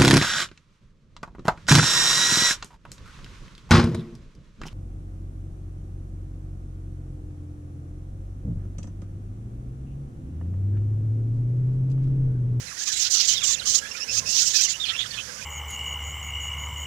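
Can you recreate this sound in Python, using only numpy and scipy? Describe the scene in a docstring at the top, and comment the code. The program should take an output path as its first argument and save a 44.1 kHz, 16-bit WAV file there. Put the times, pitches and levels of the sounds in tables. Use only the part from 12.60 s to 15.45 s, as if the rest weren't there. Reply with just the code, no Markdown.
"""A click as the sound cuts in is heard first, then a low room rumble, a far flock and adult finches' peeps,
in a cage indoors. Young on a perch soon rasp harsh begging calls; adults chatter late.
Peeps are gliding oscillators with hiss; rasps and chatter are uneven pulses and noise through resonances;
click, rumble, flock and air are filtered noise, the flock with faint peeps added.
The right microphone port is open; the muffled left port receives dulled reflections and the rumble."""
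import sys
import numpy as np
from scipy import signal
from scipy.fft import rfft, irfft, next_fast_len
from scipy.io import wavfile
from scipy.ndimage import uniform_filter1d

SR = 44100
rng = np.random.default_rng(int(sys.argv[2]) if len(sys.argv) > 2 else 0)


def invert_db(x):
    """Field ratio 10**(x/20) for x, a level in decibels (scalar or array-like)."""
    u = np.asarray(x, float) / 20
    return 10 ** u


def master_out(mix):
    """Clip the mix to full scale and print it as 16-bit PCM to the path in sys.argv[1]."""
    frames = np.transpose(np.atleast_2d(mix))
    ceiling = np.clip(frames, -1, 1)
    pcm = np.round(ceiling * 32767).astype(np.int16)
    wavfile.write(sys.argv[1], SR, pcm)


N = 125685  # samples in the scene
POOL = N // 8  # samples drawn for each call's noise

# Spectrum of the room rumble, with soft hums near 73, 111 and 510 Hz:
# (frequency [Hz], relative level [dB])
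RUMBLE_SPECTRUM = [(15, -13), (30, -17), (55, -3.5), (68, -4), (73, 7.5), (82, -4.5), (103, 1.5), (111, 4),
                   (125, -4), (190, -5.5), (260, -18.5), (400, -35.5), (510, -14), (700, -32), (1500, -55),
                   (16000, -158)]
# Low noise at the right port before its swell, a click where the sound cuts in, then rumble:
# (time [s], level [dB])
CLICK_AND_RUMBLE_LEVEL = [(0, -41.5), (.1, -52.5), (.22, -66), (.35, -51), (.5, -57), (.7, -51),
                          (1.1, -48.5), (1.4, -61), (1.55, -44), (1.8, -51.5), (2.05, -53.5), (2.2, -54.5),
                          (2.5, -49), (2.85, -52.5)]
# Spectrum of the far flock and air at the open port: (frequency [Hz], relative level [dB])
FLOCK_SPECTRUM = [(800, -17), (1100, -18), (1700, -8), (2500, -12.5), (4000, -13), (5500, -5), (6800, -7),
                  (8200, -17), (11000, -21.5), (16000, -35.5)]
# Spectrum of dull room noise at the open port: (frequency [Hz], relative level [dB])
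AIR_SPECTRUM = [(60, -28), (200, 3), (350, -15), (500, 3.5), (750, -17), (1100, -9.5), (1600, -56),
                (16000, -60)]
# Course of that noise: (time [s], level [dB])
AIR_LEVEL = [(0.05, -59), (0.16, -62), (0.36, -60.5), (1.09, -47.5), (1.21, -50.5), (1.46, -48),
             (1.63, -42.5), (1.71, -47.5), (1.98, -52), (2.18, -70), (2.73, -45.5), (2.85, -49.5)]
# Transmission of the muffled left port: (frequency [Hz], gain [dB])
MUFFLE = [(100, -38), (700, -26), (1300, -33), (2400, -35), (4400, -56), (6500, -106.5), (8000, -124),
          (16000, -68)]
# Peeps: (start [s], length before the added tail [s], whistle level before fuzz and envelope [dB],
# start pitch [Hz], end pitch [Hz], octave relative to whistle [dB])
PEEPS = [(0.067, .025, -39, 4300, 3690, -14), (0.064, .03, -44, 2290, 1680, -16),
         (0.108, 0.018, -41.5, 1680, 1580, -22), (0.168, 0.015, -40.5, 1890, 1890, -16),
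         (0.206, 0.016, -41, 1747, 1670, -20), (0.291, 0.028, -38, 1652, 1700, -23),
         (0.269, 0.019, -43, 1215, 1126, 6.5), (.325, 0.054, -34.5, 4000, 3900, -20),
         (0.683, 0.073, -29, 2993, 3198, -26), (0.749, 0.048, -23, 3910, 3094, -26),
         (.795, 0.034, -37, 3000, 1692, -29), (0.805, 0.045, -25.5, 3740, 2760, -27),
         (0.926, .03, -29, 4290, 2950, -22), (0.949, 0.022, -38, 2800, 2280, -37),
         (0.973, 0.026, -38, 2540, 3200, -20), (0.989, 0.022, -29.5, 4400, 3200, -22),
         (1.01, .015, -40, 3090, 2660, -24), (1.01, 0.02, -40.5, 1449, 1630, 2),
         (1.032, 0.016, -35, 4240, 4820, -12), (1.18, 0.019, -34, 2900, 2910, -23),
         (1.212, 0.079, -37, 1620, 1792, -8), (1.31, 0.0099, -35, 2735, 2830, 5),
         (1.342, .015, -33, 2420, 2430, -20), (1.368, 0.019, -44, 2740, 2620, 5),
         (1.398, 0.043, -33.5, 2574, 2980, 5), (1.479, 0.043, -31.5, 2550, 2712, 4),
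         (1.563, 0.041, -34, 2550, 2690, 2), (1.651, 0.062, -36.5, 2550, 2785, 7.5),
         (1.86, 0.028, -33, 2750, 2710, 10), (1.933, 0.036, -36.5, 1755, 1744, 6.5),
         (1.984, 0.025, -36.5, 1546, 1550, 4), (2.037, 0.033, -31.5, 3200, 2594, 8),
         (2.075, 0.015, -37, 2046, 2050, -21), (2.134, 0.0292, -30, 2750, 3040, -14),
         (2.197, 0.049, -25, 3700, 3460, -17), (2.233, 0.019, -26, 3500, 2800, -11.5),
         (2.25, 0.054, -32.5, 4400, 3600, -19), (2.253, .02, -34.5, 2522, 2400, 0),
         (2.286, 0.01, -29.5, 4310, 4350, -20), (2.374, 0.0373, -27.5, 3450, 3100, -10),
         (2.415, 0.018, -28.5, 3282, 4000, -17), (2.425, 0.031, -38, 2200, 1100, -20),
         (2.459, 0.0099, -36, 5300, 5300, -26), (2.523, .025, -50, 3300, 2400, -20),
         (2.54, 0.045, -39.5, 4520, 3500, -15), (0.913, 0.0363, -21, 7190, 6900, -27),
         (2.013, 0.022, -25, 7220, 7100, -23), (1.785, 0.016, -29.5, 2704, 2750, 4),
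         (1.249, 0.029, -38.5, 2280, 2900, -8), (1.373, 0.025, -47.5, 1973, 1600, -16),
         (0.106, 0.027, -46, 1390, 1000, -14), (2.305, 0.033, -36.5, 1836, 1980, -15),
         (2.332, 0.038, -27, 2600, 2843, -15), (2.504, 0.013, -31, 4504, 4540, -27),
         (2.512, 0.06, -42.5, 1800, 1684, 3.5), (2.569, 0.038, -32.5, 2560, 2675, -22),
         (2.594, 0.021, -33, 2996, 3110, -31), (2.69, 0.018, -51, 1600, 1570, -27),
         (2.752, 0.035, -51, 1214, 1210, -30), (2.81, 0.015, -34.5, 2427, 2460, -13.5)]
# Begging rasps: (start [s], length [s], level before envelope [dB], beak resonance at start [Hz],
# beak resonance at end [Hz], throat band [dB])
RASPS = [(.16, 0.044, -34.5, 5080, 5650, -10), (0.182, 0.071, -25, 5930, 6470, -7),
         (0.249, 0.09, -22, 6300, 5960, -5), (0.311, 0.17, -22, 6840, 6500, -3.5),
         (0.389, 0.055, -16.5, 5960, 5850, -12), (0.426, 0.07, -21.5, 5070, 5730, -0.5),
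         (0.492, 0.1, -14.5, 6360, 5790, -6), (0.569, 0.091, -19, 5630, 5900, -0.5),
         (.645, 0.11, -14, 6320, 6140, -2.5), (0.741, 0.053, -25.5, 5200, 5030, -8),
         (0.782, 0.053, -30, 6200, 6300, -1), (0.825, 0.13, -16.5, 6750, 6390, -5),
         (1.049, 0.15, -16, 6190, 6460, -5.5), (1.358, 0.033, -30, 5140, 5040, 0.5),
         (1.505, 0.099, -18.5, 5890, 6330, -6.5), (1.65, 0.08, -21.5, 5650, 6220, -13),
         (1.715, 0.11, -17, 5610, 6120, -6.5), (1.768, 0.089, -19, 5770, 6640, -6),
         (1.843, 0.072, -18, 6550, 5980, -8), (1.894, 0.074, -20.5, 6340, 6340, -4.5),
         (1.936, 0.094, -17, 5240, 5700, -10), (2, 0.066, -17.5, 6650, 6330, -4),
         (2.055, 0.086, -22, 5870, 6880, -1)]
# Narrow rings in a rasp: (share of the beak resonance [ratio], mean level [dB])
RINGS = [(1.0, -7.5), (1.12, -12), (.86, -23), (.63, -16.5), (0.481, -19)]
# Final colour of a rasp: (frequency [Hz], gain [dB])
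BEAK_COLOUR = [(1000, -21), (2000, 3), (2800, 2), (4000, -1), (7400, 1.5), (8300, -2), (11000, -0.5),
               (16000, -0.5)]
# Adult chatter: (start [s], length [s], level before envelope [dB], resonance [Hz], pulse rate [Hz])
CHATTER = [(2.24, 0.091, -29, 3300, 300), (2.276, 0.035, -26, 3250, 261.5), (2.351, 0.025, -31, 3440, 300),
           (2.384, 0.045, -22.5, 3420, 211.5), (2.421, 0.055, -31, 3320, 247.2),
           (2.523, 0.036, -36, 3080, 300), (2.557, 0.059, -32.5, 3040, 300)]

RUMBLE_LEFT_DB, RUMBLE_SAME, RUMBLE_SWELL_DB = -2.5, .88, .8  # left gain, port correlation, swell rms
FLOCK_DB, PATCHY_DB = -35, 1.2  # wash level, rms unevenness
FAR_PEEPS_PER_S, FAR_LOW_HZ, FAR_HIGH_HZ = 30, 1000, 3200
ROOM_T60_S, ROOM_DB = .09, -12
PEEP_BEND, PEEP_ROUND, PEEP_TAIL_S = 1.6, .55, 0.00583  # glide exponent, envelope exponent
PEEP_FUZZ, PEEP_FUZZ_HZ, PEEP_WOBBLE = .75, 300, .014  # hiss amplitude, pole width, relative pitch rms
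PULSE_JITTER = .5  # rms of the log pulse rate
RISE_S, FALL_S, SWELL_DB, WAVER_DB = 0.015, 0.011, -5, 2.5  # swell: gain at either end; waver: rms
RASP_PULSES_HZ, RASP_NOISE = 628.2, .62  # rate before jitter, share of noise
BEAK_WIDTH_HZ, BEAK_WANDER, EDGE_DB = 2590, 0.035, -14  # pole width, relative rms, unfiltered drive
RING_WIDTH_HZ, RING_FLICKER_DB = 224, 3
THROAT_HZ, THROAT_WIDTH_HZ, THROAT_WANDER = 3900, 2280, .05  # centre, pole width, relative rms
CHATTER_WIDTH_HZ, CHATTER_NOISE, CHATTER_WIDE_DB = 720, 0.5, -9
OVERLOAD = .8  # amplitude limit of the microphone


def evened(x):
    """Normalization: equal mean power, rms 1."""
    return x / np.sqrt(np.mean(x ** 2) + 1e-20)


def colour(x, points):
    """Linear filtering: the spectrum is multiplied by a gain table of (Hz, dB)."""
    f, db = np.transpose(points)
    size = next_fast_len(len(x) + 256)
    hz = np.fft.rfftfreq(size, 1 / SR) + 1  # the offset avoids log(0)
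    gain = invert_db(np.interp(np.log(hz), np.log(f), db))
    return irfft(rfft(x, size) * gain, size)[:len(x)]


def drift(size, smooth_s):
    """Random modulation: twice-averaged noise, normalized to rms 1 over the pool."""
    k = max(int(smooth_s * SR), 2)
    smooth = uniform_filter1d(uniform_filter1d(rng.standard_normal(POOL), k), k)
    return evened(smooth)[:size]


def add(mix, start_s, sound):
    """Superposition: a sound is summed into the mix from its start."""
    part = mix[round(start_s * SR):][:len(sound)]
    part += sound[:len(part)]


def resonate(x, hz, width_hz):
    """Resonance: two cascaded poles, each width_hz wide, follow the frequency curve hz."""
    turn = np.exp(2j * np.pi * np.cumsum(hz * np.ones(len(x))) / SR)
    r = np.exp(-np.pi * width_hz / SR)
    # shift the resonance to zero frequency, low-pass, shift back
    lowered = signal.lfilter([1], np.convolve([1, -r], [1, -r]), x / turn)
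    return evened((turn * lowered).real)


def click_and_rumble():
    """Partial coherence: low filtered noise, partly alike in both ports, clicks in, then rumbles."""
    right, other = (evened(colour(v, RUMBLE_SPECTRUM)) for v in rng.standard_normal((2, N)))
    left = invert_db(RUMBLE_LEFT_DB) * (RUMBLE_SAME * right + np.sqrt(1 - RUMBLE_SAME ** 2) * other)
    t = np.arange(N) / SR
    rates_hz = np.geomspace(.3, 6, 20)
    swell = evened(sum(np.sin(2 * np.pi * (f * t + rng.random())) / np.sqrt(f) for f in rates_hz))
    level_db = np.interp(t, *np.transpose(CLICK_AND_RUMBLE_LEVEL)) + RUMBLE_SWELL_DB * swell
    return invert_db(level_db) * np.array([left, right])


def far_flock():
    """Incoherent summation: distant birds and air form a patchy wash with faint peeps scattered in it."""
    frames = N // 128 + 6
    real, imaginary, patches = rng.standard_normal((frames, 257, 3)).T
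    # smooth the patches over frequency, then over time
    patches = evened(uniform_filter1d(uniform_filter1d(patches, 7, 0), 14, 1))
    spectrum = (real + 1j * imaginary) * invert_db(PATCHY_DB * patches)
    wash = signal.istft(spectrum, nperseg=512, noverlap=384)[1][:N]
    out = invert_db(FLOCK_DB) * evened(colour(wash, FLOCK_SPECTRUM))
    for when, long, loud, high, bend in rng.random((round(FAR_PEEPS_PER_S * N / SR), 5)):
        hz = FAR_LOW_HZ * (FAR_HIGH_HZ / FAR_LOW_HZ) ** high
        end_hz = hz * (.85 + 0.276 * bend)
        add(out, *peep(when * N / SR, 0.031 + 0.012 * long, -52 + 8 * loud, hz, end_hz, -7.5))
    return out


def air():
    """Amplitude modulation: dull filtered room noise swells and sinks."""
    level_db = np.interp(np.arange(N) / SR, *np.transpose(AIR_LEVEL))
    return invert_db(level_db) * evened(colour(rng.standard_normal(N), AIR_SPECTRUM))


def room(x):
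    """Reverberation: convolution with an exponentially decaying noise tail of unit energy."""
    t = np.arange(SR // 3) / SR
    tail = rng.standard_normal(len(t)) * invert_db(-60 * t / ROOM_T60_S) * (t > .002)
    return signal.fftconvolve(x, tail / np.linalg.norm(tail))[:N]


def peep(start, length, db, from_hz, to_hz, octave_db):
    """Frequency modulation: a gliding whistle and its octave, made hoarse by resonant hiss."""
    t = np.arange(0, length + PEEP_TAIL_S, 1 / SR)
    glide = from_hz + (to_hz - from_hz) * (t / t[-1]) ** PEEP_BEND
    hz = glide * (1 + PEEP_WOBBLE * drift(len(t), 0.0032))
    phase = 2 * np.pi * np.cumsum(hz) / SR
    hiss = rng.standard_normal(POOL)[:len(t)]
    tone = np.sqrt(2) * np.sin(phase) + PEEP_FUZZ * resonate(hiss, hz, PEEP_FUZZ_HZ)
    octave = np.sin(2 * phase) + resonate(hiss, 2 * hz, 2 * PEEP_FUZZ_HZ)
    envelope = abs(np.sin(np.pi * t / t[-1])) ** PEEP_ROUND
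    return start, invert_db(db) * envelope * (tone + invert_db(octave_db) * octave)


def folds(size, rate_hz, noise):
    """Pulsed excitation: vocal membranes give uneven pulses, with noise puffed on each cycle."""
    turns = np.cumsum(rate_hz * np.exp(PULSE_JITTER * drift(size, .002))) / SR
    pulses = np.diff(np.floor(turns), prepend=0) * (1 + 0.19 * drift(size, 0.00088))
    puffs = (0.9 + np.exp(-(turns % 1) / 0.55)) * rng.standard_normal(POOL)[:size]
    return (1 - noise) * evened(pulses) + noise * evened(puffs)


def shape(t, length):
    """Amplitude envelope: soft rise, a wavering swell, soft fall."""
    edge = np.clip(np.minimum(t / RISE_S, (length - t) / FALL_S), 0, 1)
    swell_db = SWELL_DB * (2 * t / length - 1) ** 2 + WAVER_DB * drift(len(t), .014)
    return np.sin(edge * np.pi / 2) ** 2 * invert_db(swell_db)


def rasp(start, length, db, from_hz, to_hz, throat_db):
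    """Source and filter: chaotic pulses excite a wide beak resonance, flickering rings and the throat."""
    t = np.arange(0, length, 1 / SR)
    drive = folds(len(t), RASP_PULSES_HZ, RASP_NOISE)
    beak_hz = from_hz + (to_hz - from_hz) * t / length
    voice = resonate(drive, beak_hz, BEAK_WIDTH_HZ) + invert_db(EDGE_DB) * drive
    for share, ring_db in RINGS:
        ring_hz = share * beak_hz * (1 + BEAK_WANDER * drift(len(t), 0.017))
        ring = resonate(drive, ring_hz, RING_WIDTH_HZ)
        voice = voice + invert_db(ring_db + RING_FLICKER_DB * drift(len(t), 0.022)) * ring
    throat_hz = THROAT_HZ * (1 + THROAT_WANDER * drift(len(t), 0.042))
    # the throat band enters with opposite sign
    voice = voice - invert_db(throat_db) * resonate(drive, throat_hz, THROAT_WIDTH_HZ)
    return start, invert_db(db) * shape(t, t[-1]) * evened(colour(voice, BEAK_COLOUR))


def chatter(start, length, db, hz, pulses_hz):
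    """Source and filter: slower pulses excite a lower resonance."""
    t = np.arange(0, length, 1 / SR)
    drive = folds(len(t), pulses_hz, CHATTER_NOISE)
    wandering_hz = hz * (1 + BEAK_WANDER * drift(len(t), 0.0069))
    voice = resonate(drive, wandering_hz, CHATTER_WIDTH_HZ)
    voice = voice + invert_db(CHATTER_WIDE_DB) * resonate(drive, hz, 1700)
    return start, invert_db(db) * shape(t, t[-1]) * evened(voice)


def scene():
    """Direct and reverberant fields: the open port hears both, the muffled one dulled reflections."""
    birds = np.zeros(N)
    for voice, rows in ((peep, PEEPS), (rasp, RASPS), (chatter, CHATTER)):
        for row in rows:
            add(birds, *voice(*row))
    right = birds + invert_db(ROOM_DB) * room(birds) + far_flock() + air()
    left = colour(room(right), MUFFLE)
    return np.array([left, right]) + click_and_rumble()


def low_pass(x):
    """Removes everything above the highest recorded frequency."""
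    return signal.sosfilt(signal.butter(12, 15970, fs=SR, output="sos"), x)


def record(dry):
    """Saturation: the microphone rounds the highest peaks."""
    mix = OVERLOAD * np.tanh(dry / OVERLOAD)
    return low_pass(mix)


dry = scene()
out = record(dry)
master_out(out)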